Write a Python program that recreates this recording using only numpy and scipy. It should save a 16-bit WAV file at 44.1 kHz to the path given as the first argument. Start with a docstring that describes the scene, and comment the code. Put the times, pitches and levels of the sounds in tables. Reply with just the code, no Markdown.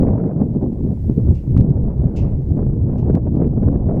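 """A field of wind turbines, where gusty wind buffets a bare microphone.
Big eddies rumble and small ones flutter and fizz: bands of pressure noise, each riding its own level.
Low knocks, short pops and dry clicks sound during the gusts, each a single short pulse.
Three faint clanks, like metal some way off, ring over a thin hiss."""
import sys
import numpy as np
from scipy import signal
from scipy.fft import rfft, irfft
from scipy.io import wavfile
from scipy.ndimage import uniform_filter1d

SR = 44100
rng = np.random.default_rng(int(sys.argv[2]) if len(sys.argv) > 2 else 0)


def put_to_file(sound):
    """Save the sound as 16-bit audio at rate SR, in the file named by the first command-line argument."""
    columns = np.atleast_2d(sound).T  # one column per channel
    safe = np.clip(columns, -1, 1)
    whole_steps = np.round(safe * 32767)
    wavfile.write(sys.argv[1], SR, whole_steps.astype(np.int16))


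N = 176400
T, HZ = np.arange(N) / SR, np.fft.rfftfreq(N, 1 / SR)


def amp(db):
    """Decibels to gain."""
    return 10 ** (np.asarray(db) / 20)


def unit(x):
    """Scales to rms 1."""
    return x / np.sqrt(np.mean(x ** 2) + 1e-20)


def at_hz(points, hz):
    """Reads a curve on a log-frequency axis."""
    f, value = np.transpose(points)
    return np.interp(np.log(hz + 1), np.log(f + 1), value)


def curve(points):
    """Reads an envelope at every sample."""
    return np.interp(T, *np.transpose(points))


def add(mix, start, sound):
    """Mixes a sound in at start seconds."""
    part = mix[max(round(start * SR), 0):][:len(sound)]
    part += sound[:len(part)]


def noise(spectrum):
    """Noise of the given colour, rms 1."""
    return unit(irfft(rfft(rng.standard_normal(N)) * amp(at_hz(spectrum, HZ)), N))


def even_noise(spectrum, samples):
    """Coloured noise, its power held even over about that many samples."""
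    x = noise(spectrum)
    power = uniform_filter1d(uniform_filter1d(x ** 2, samples), samples)
    return x / np.sqrt(abs(power) + 1e-9)


def wander(rate_hz):
    """Smooth random motion up to about rate_hz, rms 1."""
    return unit(irfft(rfft(rng.standard_normal(N)) * np.exp(-(HZ / rate_hz) ** 2), N))


# rumble colour: f/Hz, level/dB
RUMBLE_EQ = [(25, -34.5), (50, -23.5), (65, 6.5), (100, 1.5), (135, 4.5), (175, -12), (300, -38),
             (600, -89)]
# rumble envelope: t/s, level/dB
RUMBLE_ENV = [(0.04, -17.5), (0.17, -16), (0.19, -34), (0.28, -24.5), (0.31, -38), (0.38, -24),
              (0.64, -20.5), (0.75, -28), (0.88, -19.5), (0.98, -24), (1.1, -16), (1.13, -24.5),
              (1.19, -21), (1.21, -18.5), (1.31, -12), (1.34, -20.5), (1.36, -17.5), (1.44, -32),
              (1.5, -14), (1.61, -13.5), (1.66, -27.5), (1.71, -9.5), (1.74, -34), (1.76, -13.5),
              (1.93, -28.5), (2.0, -11.5), (2.04, -22), (2.06, -7.5), (2.09, -25.5), (2.14, -29),
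              (2.23, -13.5), (2.29, -21), (2.38, -17.5), (2.44, -25.5), (2.53, -11.5), (2.58, -38),
              (2.62, -12.5), (2.65, -30), (2.67, -8), (2.71, -24), (2.85, -12), (2.88, -22.5), (3.15, -14),
              (3.18, -19), (3.64, -20), (3.66, -17), (3.72, -23.5), (3.77, -17.5), (3.8, -30.5),
              (3.87, -12.5), (3.9, -26.5), (3.96, -26.5)]
def rumble():
    """Big eddies press on the microphone and give the wind its low end."""
    return even_noise(RUMBLE_EQ, samples=1400) * amp(curve(RUMBLE_ENV) + 0.5)


# buffet colour: f/Hz, level/dB
BUFFET_EQ = [(60, -36.5), (120, -3.5), (160, 0), (220, -1.5), (310, -8), (400, -13.5), (520, -25),
             (800, -52.5), (1500, -92)]
# buffet envelope: t/s, level/dB
BUFFET_ENV = [(0.02, -11.5), (0.17, -21.5), (0.2, -23.5), (0.24, -13), (0.33, -26.5), (0.35, -16.5),
              (0.38, -18.5), (0.42, -14), (0.54, -25), (0.57, -14), (0.59, -26), (0.65, -15.5), (0.77, -28),
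              (0.81, -19.5), (0.93, -18.5), (0.97, -31.5), (1.07, -27.5), (1.1, -14), (1.15, -30.5),
              (1.18, -12), (1.21, -25), (1.24, -24), (1.31, -17.5), (1.37, -32), (1.44, -33), (1.53, -19),
              (1.61, -13.5), (1.67, -20.5), (1.69, -16), (1.75, -25.5), (1.87, -19.5), (1.92, -28),
              (2.03, -22.5), (2.06, -19.5), (2.12, -24), (2.2, -22), (2.46, -27), (2.57, -18),
              (2.71, -23.5), (3.12, -19), (3.15, -18.5), (3.16, -14.5), (3.19, -24), (3.46, -15.5),
              (3.48, -23.5), (3.61, -18), (3.71, -17), (3.84, -24.5), (3.87, -17.5), (3.92, -21),
              (3.95, -19), (3.98, -14.5)]
def buffet(eddies, shake_db=2.0):
    """Mid-sized eddies batter the microphone in the low mids."""
    return even_noise(BUFFET_EQ, samples=900) * amp(curve(BUFFET_ENV)) * unit(amp(shake_db * eddies))


# sway colour: f/Hz, level/dB
SWAY_EQ = [(10, -10.5), (25, -4), (40, 3), (58, -6), (75, -11), (130, -38), (400, -89.5)]
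# sway envelope: t/s, level/dB
SWAY_ENV = [(0.03, -15), (0.34, -47), (0.4, -31.5), (1.09, -30), (1.32, -22), (1.39, -30), (1.58, -14.5),
            (1.78, -34), (1.84, -14.5), (1.96, -30.5), (2.31, -22), (2.38, -26), (2.74, -22), (2.79, -30.5),
            (3.11, -21), (3.16, -34.5), (3.62, -21), (3.96, -21)]
def sway():
    """The slowest pressure swings add sub-bass weight."""
    return noise(SWAY_EQ) * amp(curve(SWAY_ENV) - 1)


# colours of the flutter and of the fizz on top: f/Hz, level/dB
FLUTTER_EQ = [(200, -29), (350, -6), (460, 0.5), (620, -4.5), (800, -13), (1000, -20.5), (1400, -43),
              (2200, -58), (4000, -96)]
FIZZ_EQ = [(400, -28), (800, -1.5), (1200, -0.5), (1700, -11), (2400, -20), (3000, -33.5), (4500, -52.5)]
# flutter envelope, standing for air speed: t/s, level/dB
FLUTTER_ENV = [(0.01, -25.5), (0.1, -29.5), (0.13, -32), (0.29, -32), (0.3, -28), (0.33, -41), (0.43, -32),
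               (0.5, -44), (0.67, -34), (0.68, -47), (0.81, -41.5), (0.83, -58), (0.85, -39.5),
               (0.92, -37.5), (0.95, -50), (1.07, -50), (1.1, -38.5), (1.13, -51), (1.2, -39.5),
               (1.24, -47), (1.27, -36.5), (1.38, -52), (1.5, -50), (1.56, -37.5), (1.76, -39.5),
               (1.77, -32), (1.79, -43), (1.87, -37), (2.0, -43), (2.02, -37.5), (2.15, -38), (2.35, -40.5),
               (2.38, -47.5), (2.55, -43.5), (2.59, -30.5), (2.65, -46), (2.67, -38), (2.75, -46),
               (2.91, -37.5), (3.05, -37), (3.1, -30.5), (3.14, -40.5), (3.17, -29.5), (3.2, -43),
               (3.26, -41), (3.27, -27), (3.3, -47), (3.42, -28), (3.49, -44), (3.64, -33.5), (3.66, -35),
               (3.69, -33.5), (3.7, -39.5), (3.73, -31), (3.77, -37), (3.86, -38.5), (3.9, -26.5),
               (3.93, -32.5), (3.95, -32), (3.98, -32)]
# fizz envelope with the flutter envelope at usual_db: t/s, level/dB
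FIZZ_ENV = [(0, -60), (.45, -60), (.7, -66), (1.3, -59), (1.65, -62), (1.9, -57.5), (2.2, -55.5),
            (2.5, -58.5), (3.1, -57), (3.3, -62), (3.7, -58.5), (4, -61.5)]
def flutter(eddies, shake_db=2.5, fizz_shake_db=4.5, fizz_growth=1.1, usual_db=-37.5):
    """Small eddies flutter in the mids and brighten into fizz as the air speeds up."""
    speed_db = curve(FLUTTER_ENV)
    body = even_noise(FLUTTER_EQ, samples=600) * amp(speed_db + 2) * unit(amp(shake_db * eddies))
    fizz_db = curve(FIZZ_ENV) + fizz_growth * (speed_db - usual_db)
    fizz = noise(FIZZ_EQ) * amp(fizz_db) * unit(amp(fizz_shake_db * eddies))
    return body + fizz


def wind():
    """Eddies of all sizes; one shared quick unsteadiness shakes the smaller ones most."""
    eddies = wander(rate_hz=85)
    return sway() + rumble() + buffet(eddies) + flutter(eddies)


# hard eddies hitting the microphone: t/s, peak level/dB, half width/ms
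KNOCK_HITS = [(1.3013, -5, 3), (1.3141, -5.5, 2.17), (1.567, 1, 1.54), (1.6102, -2.5, 2.3),
              (3.101, -9, 0.9), (3.148, -1.5, 1.5), (3.669, -2, 2.66)]
def knocks():
    """A hard eddy is one push with suction before and after."""
    out = np.zeros(N)
    for at, db, width_ms in KNOCK_HITS:
        widths = (T - at) * 1000 / width_ms
        out += amp(db) * (1 - widths ** 2) * np.exp(-widths ** 2 / 2)
    return out


# mid-pitched pops: t/s, peak level/dB, f/Hz
POP_HITS = [(.071, -42, 1700), (.080, -38.5, 1700), (.241, -39.5, 1400), (.662, -31, 650),
            (1.567, -22.5, 1000), (1.570, -35, 2000), (1.612, -36, 700), (2.018, -33, 713),
            (3.153, -37.5, 1500), (3.274, -48, 1950), (3.445, -41, 2000), (3.685, -31.5, 1300)]
def pops(half_width_cycles=0.7):
    """A small fast eddy bursts in a cycle or two."""
    out = np.zeros(N)
    for at, db, hz in POP_HITS:
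        cycles = (T - at) * hz
        out += amp(db) * np.cos(2 * np.pi * cycles) * np.exp(-(cycles / half_width_cycles) ** 2)
    return out


# dry clicks during the gusts: t/s, peak level/dB, corner f/Hz
CLICK_HITS = [(.418, -41, 4010), (.535, -47, 3940), (.732, -44, 4000), (.838, -46, 4000),
              (1.567, -21, 1990), (1.578, -27.5, 3030), (1.6084, -27, 3200), (1.6122, -31.5, 3020),
              (1.704, -42, 4000), (1.763, -45, 4000), (1.981, -41, 4010), (3.108, -45, 4040),
              (3.153, -27.5, 3500), (3.361, -43, 3930), (3.481, -42.5, 3960)]
def clicks():
    """Dry ticks whose top end rolls off at 12 dB an octave above a corner."""
    out, hz = np.zeros(N), np.fft.rfftfreq(512, 1 / SR)
    for at, db, corner_hz in CLICK_HITS:
        tick = np.fft.fftshift(irfft(1 / (1 + (hz / corner_hz) ** 2)))
        add(out, at - len(tick) / 2 / SR, amp(db) * tick / tick.max())
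    return out


# clank cues: t/s, level/dB
CLANK_HITS = [(1.342, -57), (2.158, -46), (2.974, -59)]
# colour of the dense ring: f/Hz, level/dB
RING_EQ = [(1000, -23), (1900, -7.5), (2600, 4.5), (3400, -3.5), (5200, -4), (7300, -3.5), (9000, -16.5),
           (14000, -31)]
# decay of the dense ring: f/Hz, t60/s
RING_DECAY = [(2000, .5), (3000, .3), (5500, .28), (7500, .15), (12000, .12)]
# clear modes of the metal: f/Hz, level/dB, t60/s
METAL_MODES = [(2003, -17, .9), (2627, -9, .42), (2725, -11, .35), (2864, -6, .28), (3607, -16, .16),
               (5196, -12, .22), (5766, -18, .3), (10200, -20, .12)]
def clanks(attack_s=0.011):
    """Metal struck some way off: a soft attack, a dense ring and a few clear modes."""
    out, t = np.zeros(N), T[:SR]
    attack = np.minimum(t / attack_s, 1)
    for at, db in CLANK_HITS:
        hz, age, bands = signal.stft(noise(RING_EQ)[:SR], SR, nperseg=256)
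        decay = amp(-60 * age / at_hz(RING_DECAY, hz)[:, None])  # the highs die first
        ring = signal.istft(bands * decay, SR)[1][:SR]
        modes = sum(amp(level - 60 * t / t60) * np.sin(2 * np.pi * (f * t + rng.random()))
                    for f, level, t60 in METAL_MODES)
        add(out, at, amp(db) * attack * (ring + modes))
    return out


# hiss colour: f/Hz, level/dB
HISS_EQ = [(300, 6), (1000, 9), (2000, 9.5), (3000, 3), (5000, 1.5), (8000, -0.5), (12000, -1.5),
           (15800, -2.5)]
# hiss envelope: t/s, level/dB
HISS_ENV = [(0, -82), (.4, -73.5), (.75, -70), (1.05, -65), (1.56, -67), (1.62, -75.5), (2.1, -71.5),
            (2.45, -69.5), (3.1, -76), (3.17, -76.5), (3.55, -75), (4, -77.5)]
def hiss():
    """A thin bed of hiss that swells and sinks."""
    return noise(HISS_EQ) * amp(curve(HISS_ENV))


def scene():
    """Everything at the one microphone, in mono."""
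    return (wind() + knocks() + pops() + clicks() + clanks() + hiss())[None]


def record(dry):
    """A soft clip rounds the tallest peaks at full scale; a steep high cut follows."""
    clipped = dry / (1 + dry ** 8) ** (1 / 8)
    high_cut = signal.firwin(511, cutoff=15830, window=("kaiser", 9), fs=SR)
    return signal.oaconvolve(clipped, high_cut[None], "same")


dry = scene()
out = record(dry)
put_to_file(out)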